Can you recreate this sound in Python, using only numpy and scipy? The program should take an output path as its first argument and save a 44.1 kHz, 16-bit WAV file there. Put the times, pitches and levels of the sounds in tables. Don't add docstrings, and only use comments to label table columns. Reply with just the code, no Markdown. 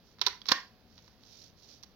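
import sys
import numpy as np
from scipy import signal
from scipy.fft import rfft, irfft, next_fast_len
from scipy.io import wavfile

SR = 44100
rng = np.random.default_rng(int(sys.argv[2]) if len(sys.argv) > 2 else 0)


def dump_mix(stems):
    frames = np.atleast_2d(stems).T
    limited = np.clip(frames, -1, 1)
    pcm = np.round(limited * 32767).astype(np.int16)
    wavfile.write(sys.argv[1], SR, pcm)


N = 85995


def undb(db):
    return 10 ** (np.asarray(db) / 20)


def along(table, hz):
    f, v = np.array(table, float).T
    return np.interp(np.log(hz + 1), np.log(f), v)


def shape(x, gain):
    size = next_fast_len(2 * x.shape[-1])
    spectrum = rfft(x, size) * gain(np.fft.rfftfreq(size, 1 / SR))
    return irfft(spectrum, size)[..., :x.shape[-1]]


def colour(x, table):
    size = 4096
    gain = undb(along(table, np.fft.rfftfreq(size, 1 / SR)))
    cepstrum = irfft(np.log(gain))
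    cepstrum[1:size // 2] *= 2
    cepstrum[size // 2 + 1:] = 0
    response = irfft(np.exp(rfft(cepstrum)))
    return signal.fftconvolve(x, response[None], axes=1)[:, :x.shape[1]]


def on_left(x, table):
    return np.vstack([colour(x[:1], table), x[1:]])


ALIKE_HZ = 1658


def pair(size):
    own, shared = rng.standard_normal((2, size))

    def alike(f):
        return 1 / (1 + (f / ALIKE_HZ) ** 2 / 2)

    def unlike(f):
        return np.sqrt(1 - alike(f) ** 2)

    left = shape(shared, alike) + shape(own, unlike)
    return np.array([left, shared])


def flutter(step_s):
    return np.interp(np.arange(N) / SR / step_s, np.arange(N), rng.standard_normal(N))


def ringing(blows, modes):
    out = np.zeros(N)
    for at, db in blows:
        start = int(at * SR)
        t = np.arange(N - start) / SR
        for hz, mode_db, t60 in modes:
            tone = np.cos(2 * np.pi * hz * t)
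            decay = np.exp(-np.log(1000) * t / t60)
            soft_start = (1 - np.exp(-t * hz)) ** 2
            out[start:] += undb(db + mode_db) * tone * decay * soft_start
    return out


# f/Hz, level/dB
BACKGROUND = [(20, -64), (45, -51), (100, -45.5), (140, -48.5), (215, -44), (300, -52), (450, -51.5),
              (1000, -58.5), (2500, -62), (4800, -56.5), (7000, -71), (15000, -66.5)]
# f/Hz, level/dB
RUMBLE = [(20, -57), (45, -47), (100, -48), (200, -57.5), (600, -84)]
# f/Hz, level/dB
BACKGROUND_LEFT = [(100, 4.5), (500, 1.5), (1500, -2), (3500, -5.5), (5000, -11), (6400, -23.5),
                   (8500, 3.5), (12000, -1.5)]


def background():
    steady = colour(pair(N), BACKGROUND)
    rumble = colour(rng.standard_normal((2, N)), RUMBLE)
    return on_left(steady + rumble, BACKGROUND_LEFT)


# f/Hz, level/dB
ROOM = [(100, -26.5), (400, -12.5), (1000, -12), (2000, -5.5), (4000, -17), (6000, -15), (14000, -14.5)]
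# f/Hz, t60/s
ROOM_T60 = [(200, 0.28), (1000, 0.28), (2200, 0.24), (5000, 0.29), (14000, .28)]
# f/Hz, level/dB
ROOM_LEFT = [(300, 2), (1500, -2), (3000, 7.5), (5000, 3.5), (12000, 4.5)]
ROOM_DELAY_S, ROOM_BUILD_S = 0.002, 0.019


def room(x):
    size = 32768
    t = np.arange(size) / SR
    noise, tail = pair(size), 0
    build = 1 - np.exp(-np.maximum(t - ROOM_DELAY_S, 0) / ROOM_BUILD_S)
    for hz, t60 in ROOM_T60:
        band = [(f, float(f == hz)) for f, _ in ROOM_T60]
        env = build * np.exp(-np.log(1000) * t / t60)
        band_noise = shape(noise, lambda f: along(band, f))
        tail = tail + band_noise * env / np.linalg.norm(env)
    answer = signal.fftconvolve(x, colour(tail, ROOM), axes=1)[:, :N]
    return on_left(answer, ROOM_LEFT)


# f/Hz, level/dB, t60/s
SPRING = [(735, -71.5, 7.3), (1610, -54, .6), (2535, -71.5, 3.6)]
LATCH_S = .5184


def spring():
    return ringing([(LATCH_S, 0)], SPRING)


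# start t/s, strongest t/s, end t/s, level/dB before the skin's tone
SLIDES = [(0.014, 0.09, .16, -56.5), (0.865, 0.979, 1.21, -54.5), (1.189, 1.419, 1.517, -44.5),
          (1.548, 1.728, 1.818, -46)]
# f/Hz, level/dB
SKIN = [(300, -20.5), (1200, -28), (2500, -11.5), (4200, 2.5), (5700, 4), (7000, -7.5), (15000, -18)]
SLIDE_SHAPE = 0.79
GRIP_DB, GRIP_S = 3, .003


def fingers():
    t = np.arange(N) / SR
    effort = 0
    for start, strongest, end, db in SLIDES:
        swell = np.interp(t, [start, strongest, end], [0, 1, 0]) ** SLIDE_SHAPE
        effort = effort + undb(db) * swell
    grip = undb(GRIP_DB * flutter(GRIP_S))
    return colour(pair(N) * effort * grip, SKIN)


# start t/s, end t/s, level/dB before the shell's tone
SCRAPES = [(0.197, 0.223, -42.5), (0.243, 0.256, -34.5), (0.459, 0.488, -33.5), (0.48, 0.519, -21.5)]
SCRAPE_ROUGH_DB, SCRAPE_GRAIN_S = -1.5, 0.00087
CHATTER_S, CHATTER_DB = 0.0067, -9.5


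def scrapes():
    t = np.arange(N) / SR
    push = 0
    for start, end, db in SCRAPES:
        times = [start, (start + end) / 2, end, end + CHATTER_S]
        push = push + undb(db) * np.interp(t, times, [0, 1, 1, 0])
    roughness = undb(SCRAPE_ROUGH_DB * flutter(SCRAPE_GRAIN_S))
    return pair(N) * push * roughness


# t/s, level/dB
SEATINGS = [(.2152, -5), (.2694, 3)]
# f/Hz, level/dB, t60/s
CASSETTE_MODES = [(394.7, -37, 0.06), (514, -46, 0.073), (780, -41, 0.058), (997, -26, .05),
                  (1144, -33, 0.051), (1335, -29, 0.032), (1780, -35, 0.028), (3620, -30.5, .04),
                  (4110, -23, 0.019), (4040, -26, 0.033), (4300, -23.5, .04), (5110, -28, 0.03)]


def cassette():
    return ringing(SEATINGS, CASSETTE_MODES)


# t/s, level/dB
FLICKS = [(.4168, -33.5)]
# f/Hz, level/dB, t60/s
CATCH_MODES = [(3400, -1, 0.021), (4600, -2.5, 0.023)]


def catch():
    return ringing(FLICKS, CATCH_MODES)


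# t/s, level/dB
CLOSINGS = [(.4882, -15.5), (.5184, 1.5)]
# f/Hz, level/dB, t60/s
DOOR_MODES = [(248.5, -37.5, 0.041), (512, -33.5, 0.067), (1013, -15, 0.03), (1078, -24.5, 0.081),
              (1412, -25, .04), (1571, -27.5, 0.062), (1768, -21, 0.044), (2154, -25.5, .045),
              (3480, -38, .05), (3620, -21, 0.03), (4560, -15.5, 0.021), (4640, -12, 0.033),
              (5160, -24, .05)]


def door():
    return ringing(CLOSINGS, DOOR_MODES)


CRACK_S = 0.002


def crack(t):
    env = np.exp(-t / CRACK_S) + undb(CHATTER_DB) * np.exp(-t / CHATTER_S)
    spectrum = rfft(pair(len(t)) * env)
    even = irfft(spectrum / np.abs(spectrum), len(t))
    fade = np.minimum(1, 2 * np.exp(-t / CHATTER_S / 2))
    return even * fade * np.sqrt(np.sum(env ** 2))


# t/s, level/dB, middle tones level/dB, low thud level/dB, brightness level/dB
CONTACTS = [(0.1854, -40, 11.5, 8, -1), (0.194, -31.5, 4.5, 1.5, -7), (.2140, -8.5, -15, -30, -5.5),
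            (0.2144, -2.5, -2.5, -12, -2), (0.2209, -13, 2, -9.5, -9), (0.2373, -25, -11, -1.5, -1),
            (0.2636, -15.5, 3.5, -7, 2), (.2640, -3.5, -3, -16, 2), (0.266, -3.5, -1.5, -3, -2),
            (0.2696, -10.5, -0.5, 0, -7), (.2712, -12, 7.5, -14.5, 2), (0.2823, -15.5, -3, -7, 1),
            (0.407, -51, -4.5, 4.5, 12), (0.4165, -25, -3.5, -7, -11), (0.456, -23.5, 3, -3, -3),
            (0.4662, -29.5, -3, -3, 9), (0.486, -9, -0.5, -8.5, -0.5), (0.4876, -5, -3, -6, 0.5),
            (0.4919, -9, -0.5, 2.5, -3), (.4960, -14.5, 10, -6.5, -6.5), (.5100, -19, 12, 3, 3.5),
            (0.5161, -6.5, 4.5, 16.5, -11.5), (0.5181, 2.5, 4, 7, 1.5), (0.5215, -4, 0, -7.5, -1),
            (0.5284, -19, -2, -10, 2), (.9790, -32, -0.5, 7.5, -4.5), (.9880, -34.5, 3.5, 0, -7),
            (1.0785, -38.5, 9.5, 5.5, -1), (1.2349, -35.5, -1, -4.5, -0.5), (1.4434, -43, -21, -1, -2),
            (1.6322, -39, -8, -9, 4), (1.828, -35.5, -6, -9, 6), (1.8326, -34, -1, -12, 9),
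            (1.8345, -32.5, 5.5, -3, 13.5), (1.8420, -45, 2, -10, 7)]
THUD_HZ, TREBLE_HZ = 580, 2550
BRIGHT_HZ = 6500


def contacts():
    size = 4096
    out = np.zeros((2, N + size))
    for at, db, body_db, thud_db, bright_db in CONTACTS:
        weight = [(THUD_HZ / 2, thud_db),
                  (THUD_HZ * np.sqrt(2), body_db),
                  (TREBLE_HZ / np.sqrt(2), body_db),
                  (TREBLE_HZ * np.sqrt(2), 0),
                  (BRIGHT_HZ, bright_db)]
        i = int(at * SR)
        out[:, i:i + size] += undb(db) * colour(crack(np.arange(size) / SR), weight)
    return out[:, :N]


# f/Hz, level/dB
SHELL = [(30, -62.5), (80, -35), (240, -21.5), (650, -23.5), (1000, -12.5), (1500, -14.5), (2100, -13.5),
         (2700, -13), (3300, -7), (3900, 0), (4600, -0.5), (4950, -7), (5500, -1.5), (6100, -11),
         (7000, -20), (15000, -26.5)]


def case():
    return colour(contacts() + scrapes(), SHELL) + cassette() + door() + catch()


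# f/Hz, level/dB
LEFT = [(100, 4.5), (1200, 0), (2200, -2), (3200, -11), (4400, -15.5), (5400, -21), (6400, -29),
        (8500, 0.5), (12000, -17)]


def scene():
    near = fingers() + case()
    heard = near + spring() + room(near)
    return on_left(heard, LEFT) + background()


# f/Hz, level/dB
MIC = [(6200, -1.5), (7200, -7), (7900, -22.5), (10100, -29), (10600, -8.5), (15500, -5)]
TOP_HZ = 16000


def record(dry):
    top_cut = signal.ellip(10, .2, 70, TOP_HZ, fs=SR, output="sos")
    return signal.sosfilt(top_cut, colour(dry, MIC))


dry = scene()
out = record(dry)
dump_mix(out)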